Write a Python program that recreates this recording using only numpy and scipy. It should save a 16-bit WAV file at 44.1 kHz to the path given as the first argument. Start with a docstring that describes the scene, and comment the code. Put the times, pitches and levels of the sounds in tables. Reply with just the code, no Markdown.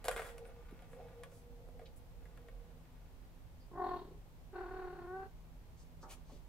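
"""A cat gives two trilling calls, its buzzing vocal folds pinched by a flutter in the throat; the second
smooths out into a rising coo. A pair of microphones hears it in a small, quiet room with a low hum.
Before the calls a kitten bats a ball round a plastic track toy on the rug: the toy skids, and the ball
clacks, rolls and slowly comes to rest. At the end paws thud and brush over the rug."""
import sys
import numpy as np
from scipy import signal
from scipy.fft import rfft, irfft, next_fast_len
from scipy.io import wavfile
from scipy.ndimage import uniform_filter1d

SR = 44100
rng = np.random.default_rng(int(sys.argv[2]) if len(sys.argv) > 2 else 0)


def file_out(sig):
    """Save sig as 16-bit WAV at sys.argv[1]."""
    # one column per channel
    cols = np.atleast_2d(sig).T
    # limit, then scale
    lim = np.clip(cols, -1, 1)
    pcm = np.round(lim * 32767).astype(np.int16)
    wavfile.write(sys.argv[1], SR, pcm)


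N = 285768
TIME = np.arange(N) / SR


def amp(db):
    """Decibels to gain."""
    return 10 ** (np.asarray(db) / 20)


def unit(x):
    """Scales to rms 1."""
    return x / np.sqrt(np.mean(x ** 2) + 1e-20)


def read(points, hz):
    """Reads a spectrum on a log-frequency axis."""
    f, value = np.transpose(points)
    return np.interp(np.log(hz + 1), np.log(f + 1), value)


def curves(rows, t):
    """Reads every column of a table at times t."""
    s, *columns = np.transpose(rows)
    return [np.interp(t, s, c) for c in columns]


def shape(x, gain):
    """Filters x by a gain given as a function of frequency."""
    n = x.shape[-1]
    size = next_fast_len(n + 2048)
    return irfft(rfft(x, size) * gain(np.fft.rfftfreq(size, 1 / SR)), size)[..., :n]


def colour(x, points, size=8192):
    """Gives x a spectrum, at rms 1; the filter is causal, so it rings after each pulse."""
    log_gain = np.log(amp(read(points, abs(np.fft.fftfreq(size, 1 / SR)))))
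    kernel = np.fft.ifft(np.exp(np.conj(signal.hilbert(log_gain)))).real[:size // 2]
    return unit(np.apply_along_axis(lambda v: signal.oaconvolve(v, kernel)[:len(v)], -1, x))


def add(mix, s, sound):
    """Mixes a sound in at s seconds."""
    part = mix[..., max(round(s * SR), 0):][..., :sound.shape[-1]]
    part += sound[..., :part.shape[-1]]


# How alike the room sounds at the two microphones. Each row: frequency in Hz, likeness from 0 to 1.
MIC_LIKENESS = [(30, 0.62), (60, 0.42), (130, 0.68), (290, 0.83), (640, 0.73), (1410, 0), (3100, 0),
                (15000, 0)]


def diffuse(a, b):
    """Sound from all round reaches the microphones alike in the bass, unlike in the treble."""
    likeness = lambda f: np.clip(read(MIC_LIKENESS, f), -1, 1)
    return np.array([a, shape(a, likeness) + shape(b, lambda f: np.sqrt(1 - likeness(f) ** 2))])


# The short ring of the small room. Each row: frequency in Hz, seconds to fall 60 dB.
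ROOM_DECAY = [(150, 0.32), (600, 0.39), (2000, 0.2), (8000, 0.24), (16000, 0.05)]


def room(x, wet_db, pan_db, lag_samples, scatter_hz, early_db=7):
    """Direct sound, echoes off floor and furniture, and a tail; pan and lag are left against right."""
    size = SR // 2
    echoes = rng.standard_normal((2, size)) * (rng.random((2, size)) < .15)
    hz, t, bands = signal.stft(echoes, SR, nperseg=256)
    bands *= amp(-60 * t / read(ROOM_DECAY, hz)[:, None])
    tail = diffuse(*signal.istft(bands, SR, nperseg=256)[1])
    t = np.arange(tail.shape[1]) / SR
    tail *= (t > .001) * (1 + amp(early_db) * np.exp(-t / 0.013))
    tail /= np.linalg.norm(tail[0])
    # small objects scatter the treble most
    tail = shape(tail, lambda f: (f + 60) / np.hypot(f + 60, scatter_hz))
    wet = signal.fftconvolve(x[None], tail, axes=1)[:, :N]
    left = shape(x, lambda f: np.exp(-2j * np.pi * f * lag_samples / SR))
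    return (np.array([left, x]) + amp(wet_db) * wet) * amp([[pan_db / 2], [-pan_db / 2]])


# Steady air noise all round the microphones. Each row: frequency in Hz, relative level in dB.
AIR_SPECTRUM = [(15, -10), (35, -7.5), (60, -5.5), (100, -11.5), (200, -21), (320, -25), (450, -25.5),
                (850, -28.5), (1400, -35.5), (2400, -38), (6000, -44.5), (11800, -48), (13800, -42.5),
                (15800, -50.5)]
# The hum of the room. Each row: centre in Hz, width in Hz, level in dB.
HUM_BANDS = [(39.74, 11.8, -57.5), (114, 7.8, -72), (161.94, 8.2, -67), (251.8, 9, -74)]


def room_tone(air_db=-58.5, bass_pan_db=-3.0):
    """Air noise and narrow, wavering bands of hum; the bass is stronger at the right microphone."""
    tone = amp(air_db) * colour(rng.standard_normal((2, N)), AIR_SPECTRUM)
    for hz, width, db in HUM_BANDS:
        band = shape(rng.standard_normal((2, N)), lambda f: 1 / (1 + (2 * (f - hz) / width) ** 2))
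        tone += amp(db) * unit(band)
    sides = np.array([[.5], [-.5]])
    return shape(diffuse(*tone), lambda f: amp(sides * bass_pan_db / (1 + (f / 220) ** 4)))


# Paws landing on the rug. Each row: start in seconds, level in dB, cutoff in Hz, seconds to fall 60 dB.
PAW_FALLS = [(.722, -54, 433, 0.13), (6.029, -51, 1340, 0.17), (6.044, -58, 1220, 0.42),
             (6.297, -61, 1220, 0.091), (6.318, -55, 574, 0.23)]
# Fur and claws brushing rug and toy.
# Each row: midpoint in seconds, length in seconds, level in dB, centre in Hz, width in octaves.
FUR_BRUSHES = [(.468, .05, -70, 9600, .18), (.93, .12, -76, 9300, .4), (1.36, .19, -71, 8500, .87),
               (1.863, .026, -63.5, 3300, .48), (1.971, .045, -66.5, 10400, .47),
               (3.627, .098, -78, 4770, .092), (5.806, .12, -72.5, 5750, .57),
               (6.029, .05, -67.5, 5560, .41), (6.325, .21, -72.5, 3830, .9)]
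# A broad scuff on the rug. Each row: frequency in Hz, relative level in dB.
SCUFF_SPECTRUM = [(500, -20), (1050, 0), (1650, -12), (2600, -3), (3600, -9), (8000, -9), (12000, -10),
                  (16000, -14)]


def paws(scuff_mid_s=6.118, scuff_length_s=.086, scuff_db=-55.5):
    """Down on the rug: dull thuds, soft swishes, and one scuff as the kitten springs away."""
    out, t = np.zeros(N), np.arange(SR // 3) / SR
    fibres = lambda: rng.standard_normal(len(t)) * amp(1.5 * rng.standard_normal(len(t)))
    stroke = lambda length: np.sin(np.pi * np.minimum(t / length, 1)) ** 2
    for s, db, dull_hz, t60 in PAW_FALLS:
        band = lambda f: f ** 2 / (f ** 2 + 140 ** 2) / (1 + (f / dull_hz) ** 8)
        thud = unit(shape(rng.standard_normal(len(t)), band))
        add(out, s, amp(db - 60 * t / t60) * thud)
    for s, length, db, centre_hz, octaves in FUR_BRUSHES:
        band = lambda f: np.exp(-.5 * (np.log2((f + 1) / centre_hz) / octaves) ** 2)
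        swish = unit(shape(fibres(), band))
        add(out, s - length / 2, amp(db) * swish * stroke(length))
    scuff = colour(fibres(), SCUFF_SPECTRUM) * stroke(scuff_length_s)
    add(out, scuff_mid_s - scuff_length_s / 2, amp(scuff_db) * scuff)
    return room(out, wet_db=-2, pan_db=0.5, lag_samples=-1.6, scatter_hz=900)


# Modes of the hollow plastic track and of its thin walls.
# Each row: frequency in Hz, relative level in dB, seconds to fall 60 dB.
HOLLOW_MODES = [(472.4, -0.5, 0.14), (530.3, -4.5, 0.11), (623, -18, 0.17), (680, -1.5, 0.032),
                (830, -7.5, 0.028)]
WALL_MODES = [(1070, -4, 0.048), (1188, -4, 0.1), (1402, 0.5, 0.035), (1495, -4, 0.078),
              (1653, -2.5, 0.048), (1905, -1, 0.038), (2180, -3.5, 0.036), (2340, -8, 0.027),
              (2640, -14, 0.023), (3390, -12, 0.052)]


def track_ring(modes, t, vary):
    """Modes of the track after a blow; their weights vary with the place that is struck."""
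    hz, db, t60 = np.transpose(modes)[:, :, None]
    weight = amp(db) * (1 + vary * (2 * rng.random(hz.shape) - 1))
    weight *= np.sign(rng.standard_normal(hz.shape))
    hz = hz * (1 + 0.039 * vary * rng.standard_normal(hz.shape))  # the ball's weight shifts the modes
    ring = (weight * amp(-60 * t / t60) * np.cos(2 * np.pi * hz * t)).sum(0)
    return ring / np.sqrt(np.mean(ring[t < .01] ** 2))


def bumps(per_s=900, spread_db=0):
    """Tiny impacts at random moments, of uneven strength."""
    impacts = rng.standard_normal(N) * (rng.random(N) < per_s / SR)
    return impacts * amp(spread_db * rng.uniform(-1, 1, N))


def ringing(taps, modes):
    """A train of taps keeps modes of the track ringing."""
    ring = track_ring(modes, np.arange(SR // 3) / SR, vary=0)
    return unit(signal.fftconvolve(taps, ring)[:N])


# The batted toy skids on the rug. Each row: start in seconds, length in seconds, level in dB.
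TOY_SKIDS = [(.046, .022, -57), (.1, .048, -55), (.163, .14, -56)]
# The toy's gritty scrape, and its hiss on the rug. Each row: frequency in Hz, relative level in dB.
SCRAPE_SPECTRUM = [(400, -17.5), (900, 8.5), (1400, -7), (2300, -3), (3200, -9), (6000, -20.5),
                   (7600, -19.5), (11000, -20), (16000, -17.5)]
RUG_HISS_SPECTRUM = [(300, -20), (1800, 3), (3500, -2.5), (6000, -6), (8000, 0), (11500, -2), (16000, -7)]


def toy_skids(hollow_db=5, scrape_db=-2.5, hiss_db=-3.5, rise_s=.008, sag_db_per_s=40, stop_db_per_s=350):
    """Each skid starts at once, sags and stops; it shakes the whole toy and hisses on the rug."""
    level = np.zeros(N)
    for s, length, db in TOY_SKIDS:
        t = np.maximum(TIME - s, 0)
        fall_db = sag_db_per_s * t + stop_db_per_s * np.maximum(t - length, 0)
        level += np.minimum(t / rise_s, 1) * amp(db - fall_db)
    shake = amp(hollow_db) * ringing(bumps(), HOLLOW_MODES) + ringing(bumps(), WALL_MODES)
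    scrape = amp(scrape_db) * colour(bumps(), SCRAPE_SPECTRUM)
    hiss = amp(hiss_db) * colour(bumps() + 0.094 * rng.standard_normal(N), RUG_HISS_SPECTRUM)
    return room((shake + scrape + hiss) * level, wet_db=0, pan_db=0.2, lag_samples=-.95, scatter_hz=1170)


# The ball rolls on, is nudged at about 1 s and dies away.
# Each row: time in seconds, rumble level in dB, scrape and rattle level in dB.
ROLL_LEVELS = [(0, -68, -70), (.45, -55, -70), (.66, -71, -70), (.88, -67, -72), (1.0, -54, -70),
               (1.22, -60, -73), (1.42, -68, -86), (1.75, -63, -88), (2.12, -73, -88), (2.3, -67, -75),
               (2.7, -68, -83), (2.95, -90, -77), (3.6, -90, -90)]
# Light ticks of the rattling ball. Each row: frequency in Hz, relative level in dB.
TICK_SPECTRUM = [(500, -16), (1000, -6), (1900, -1), (2700, 0), (3800, -7), (5500, -19), (9000, -19),
                 (16000, -30)]


def ball_roll(rumble_db=-2, walls_db=-6, scrape_db=-4, rattle_db=-9, tick_db=-11):
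    """Bumps under the ball make the track ring and scrape; at random it rattles against the walls."""
    low_db, grit_db = curves(ROLL_LEVELS, TIME)
    rumble = amp(rumble_db) * ringing(bumps(), HOLLOW_MODES)
    walls = amp(walls_db) * ringing(bumps(), WALL_MODES)
    scrape = amp(scrape_db) * colour(bumps(), SCRAPE_SPECTRUM)
    taps = bumps(per_s=28, spread_db=3)
    rattle = amp(rattle_db) * ringing(taps, WALL_MODES) + amp(tick_db) * colour(taps, TICK_SPECTRUM)
    ball = rumble * amp(low_db) + (walls + scrape + rattle) * amp(grit_db)
    return room(ball, wet_db=0, pan_db=0.2, lag_samples=-2.2, scatter_hz=1170)


# Clear knocks of the ball, midway between the microphones.
# Each row: start in seconds, then relative levels in dB of hollow ring, wall clack and hard snap.
BALL_KNOCKS = [(.043, -46, -55, -44), (.052, -43, -50, -43), (.058, -45, -55, -45), (.083, -28, -36, -32),
               (.089, -36, -44, -58), (.113, -45, -42, -43), (.163, -41, -41, -47), (.177, -52, -43, -53),
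               (.194, -42, -43, -57), (.219, -45, -47, -67), (.381, -56, -66, -51), (.71, -59, -67, -67),
               (.822, -54, -65, -68), (.931, -57, -61, -74), (1.0, -49, -75, -82), (1.085, -70, -62, -77),
               (1.235, -58, -51, -50.5), (1.319, -56, -66, -69), (1.687, -50, -76, -72),
               (1.794, -52, -62, -69), (1.815, -47.5, -64, -82), (2.255, -59, -62, -68),
               (2.374, -62, -61, -65), (2.485, -56, -59, -68)]
# The hard snap of ball on plastic. Each row: frequency in Hz, relative level in dB.
SNAP_SPECTRUM = [(300, -27), (900, -5), (2000, 0), (3500, 0.5), (5000, -4), (6400, -10.5), (7500, 0.5),
                 (9000, -2.5), (10600, 2), (12500, -4), (16000, -19)]


def ball_knocks(ring_db=-2.5, clack_db=-4.0, snap_db=4, snap_t60=0.0092,
                tick_db=-6, tick_t60=.04, damping_per_s=45, contact_s=.0015):
    """Each knock is a hard snap, a clack of the walls with a light tick, and the track's hollow ring."""
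    out, t = np.zeros(N), np.arange(SR // 3) / SR
    hardest_db = max(row[1] for row in BALL_KNOCKS)
    for s, hollow_db, wall_db, hard_db in BALL_KNOCKS:
        force = amp(hollow_db - hardest_db)
        # a hard blow is brighter, and presses the toy into the rug
        modes = [(hz, db + 9 * force * np.log2(hz / HOLLOW_MODES[0][0]), t60)
                 for hz, db, t60 in HOLLOW_MODES]
        hollow = track_ring(modes, t, vary=0.6) * np.exp(-damping_per_s * force * t)
        hollow *= 1 - np.exp(-t * (1 + 9 * force) / contact_s)  # a gentle one presses longer: soft start
        clack = track_ring(WALL_MODES, t, vary=0.61)
        clack += colour(rng.standard_normal(len(t)), TICK_SPECTRUM) * amp(tick_db - 60 * t / tick_t60)
        snap = colour(rng.standard_normal(len(t)), SNAP_SPECTRUM) * amp(-60 * t / snap_t60)
        add(out, s, amp(hollow_db + ring_db) * hollow)
        add(out, s, amp(wall_db + clack_db) * clack)
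        add(out, s, amp(hard_db + snap_db) * snap)
    return room(out, wet_db=-3, pan_db=0.0, lag_samples=-1.12, scatter_hz=1180)


def fold_turns(hz, beat, depth, slip=0.094):
    """Vocal fold cycles: after each deep pinch they start afresh, nearly in step with the flutter."""
    turns = np.cumsum(hz) / SR
    pinches = np.flatnonzero(np.diff(np.floor(beat + .5)))
    cycles = np.diff(turns[pinches], prepend=0)
    restart = np.round(cycles) - cycles + slip * rng.standard_normal(len(cycles))
    jumps = np.zeros(len(hz))
    jumps[pinches] = restart * np.minimum(2 * depth[pinches], 1) ** 2
    return turns + uniform_filter1d(np.cumsum(jumps), size=260)


def call(voice, flutter, throat, swing, jitter, air, rough, rough_per_db,
         hum_db, hum_follow, ring_db, edge_db, edge_follow, edge_lag_s,
         coo_s=5.145, coo_half_s=.09, coo_ease=.76, coo_edge_db=-8):
    """Vocal folds buzz while a slowing flutter pinches them; the pitch sags at each pinch."""
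    t = np.arange(voice[0][0], voice[-1][0], 1 / SR)
    hz, effort_db = curves(voice, t)
    top_db = effort_db.max()
    slack_db = top_db - effort_db
    # in the coo that ends the trill the throat relaxes: flutter, roughness and edge all ease
    coo = np.exp(-((t - coo_s) / coo_half_s) ** 4)
    tension = 1 - coo_ease * coo
    beat_s, beats_per_s, slowing, depth = flutter
    beat = beats_per_s * (t - beat_s) - slowing * (t - beat_s) ** 2 / 2
    gape = np.cos(2 * np.pi * beat)  # -1 at each pinch
    depth = np.clip(depth * tension, 0, 1)
    rough = np.clip((rough + rough_per_db * slack_db) * tension, 0, 1)  # a weak voice is rougher
    wobble = unit(shape(rng.standard_normal(len(t)), lambda f: 1 / (1 + (f / 130) ** 4)))
    pitch_hz = hz * (1 + swing * depth * (gape - .5) + jitter * rough * wobble)
    turns = fold_turns(pitch_hz, beat, depth)
    folds = unit(np.cos(2 * np.pi * np.arange(1, 25)[:, None] * turns).sum(0))
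    puffs = unit((1 + 0.23 * np.cos(2 * np.pi * turns)) * rng.standard_normal(len(t)))
    puffs = shape(puffs, lambda f: np.sqrt(1 + (f / 1500) ** 2))  # air noise grows towards the treble
    sound = colour(((1 - rough) * folds + air * rough * puffs) / np.hypot(1 - rough, rough), throat)
    # effort drives the open-mouth ring directly, the nasal hum and buzzing edge by their follow factors
    below = lambda f, cutoff_hz: 1 / (1 + (f / cutoff_hz) ** 16)
    hum = unit(shape(sound, lambda f: below(f, 567))) * amp(hum_db - hum_follow * slack_db)
    ring = unit(shape(sound, lambda f: below(f, 2080) - below(f, 620))) * amp(ring_db - slack_db)
    edge = unit(shape(sound, lambda f: 1 - below(f, 2060)))
    late_slack_db = np.interp(t - edge_lag_s, t, slack_db)
    edge *= amp(edge_db - edge_follow * late_slack_db + coo_edge_db * coo)
    opening = (1 + depth * gape) / np.sqrt(1 + depth ** 2 / 2)
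    return t[0], amp(top_db) * (hum + ring + edge) * opening * signal.windows.tukey(len(t), .09)


# The course of each call. Each row: time in seconds, pitch in Hz, effort in dB.
CHIRRUP_VOICE = [(3.69, 346, -79), (3.73, 348, -60), (3.76, 353, -52), (3.785, 360, -44), (3.83, 366, -41),
                 (3.935, 362, -44), (4.0, 351, -54), (4.075, 319, -63.5), (4.2, 310, -81)]
TRILL_VOICE = [(4.51, 379, -73), (4.56, 378, -49.5), (4.69, 368, -54.5), (4.79, 369, -51),
               (4.92, 365, -57.5), (5.07, 361, -57.5), (5.16, 381, -47), (5.24, 389, -54.5),
               (5.3, 380, -82)]
# The resonances of the throat in each call. Each row: frequency in Hz, relative level in dB.
CHIRRUP_RESONANCES = [(150, -45), (250, -3), (320, -6), (400, -2.5), (530, -14), (720, 2), (1080, -2),
                      (1270, -16), (1820, -17), (2100, -29), (3200, -22.5), (4400, -21.5), (5300, -45),
                      (9000, -52)]
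TRILL_RESONANCES = [(150, -39.5), (280, -9.5), (360, -2), (550, -12), (700, -5), (790, 0), (1160, -10.5),
                    (1520, -7), (1860, -17.5), (2050, -26.5), (2700, -27), (3400, -36.5), (4550, -31.5),
                    (5000, -53), (9000, -65)]
# The flutter of the throat. Each holds: time of one beat in seconds, beats per second at that time,
# slowing in beats per second each second, depth from 0 to 1.
CHIRRUP_BEATS = (3.845, 44, 52, .6)
TRILL_BEATS = (4.587, 39.3, 11, .44)


def cat():
    """A short chirrup, then a long trill, far enough from the microphones for the room to ring."""
    out = np.zeros(N)
    add(out, *call(CHIRRUP_VOICE, CHIRRUP_BEATS, CHIRRUP_RESONANCES,
                   swing=.05, jitter=.077, air=1.13, rough=.32, rough_per_db=.014,
                   hum_db=-5.5, hum_follow=.45, ring_db=-2,
                   edge_db=-25, edge_follow=1.1, edge_lag_s=.055))
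    add(out, *call(TRILL_VOICE, TRILL_BEATS, TRILL_RESONANCES,
                   swing=.068, jitter=.11, air=2.2, rough=.215, rough_per_db=.004,
                   hum_db=.2, hum_follow=.46, ring_db=-.7,
                   edge_db=-24, edge_follow=.7, edge_lag_s=.005))
    return room(out, wet_db=0.0, pan_db=1.5, lag_samples=2.2, scatter_hz=1640)


def scene():
    """Cat, toy and paws over the hum of the room, all from one microphone position."""
    return cat() + ball_knocks() + toy_skids() + ball_roll() + paws() + room_tone()


def record(dry, cutoff_hz=15850):
    """The recorder's band limit takes the highest treble off both microphones."""
    lowpass = signal.firwin(511, cutoff_hz, window=("kaiser", 9), fs=SR)
    return signal.oaconvolve(dry, lowpass[None], "same")


dry = scene()
out = record(dry)
file_out(out)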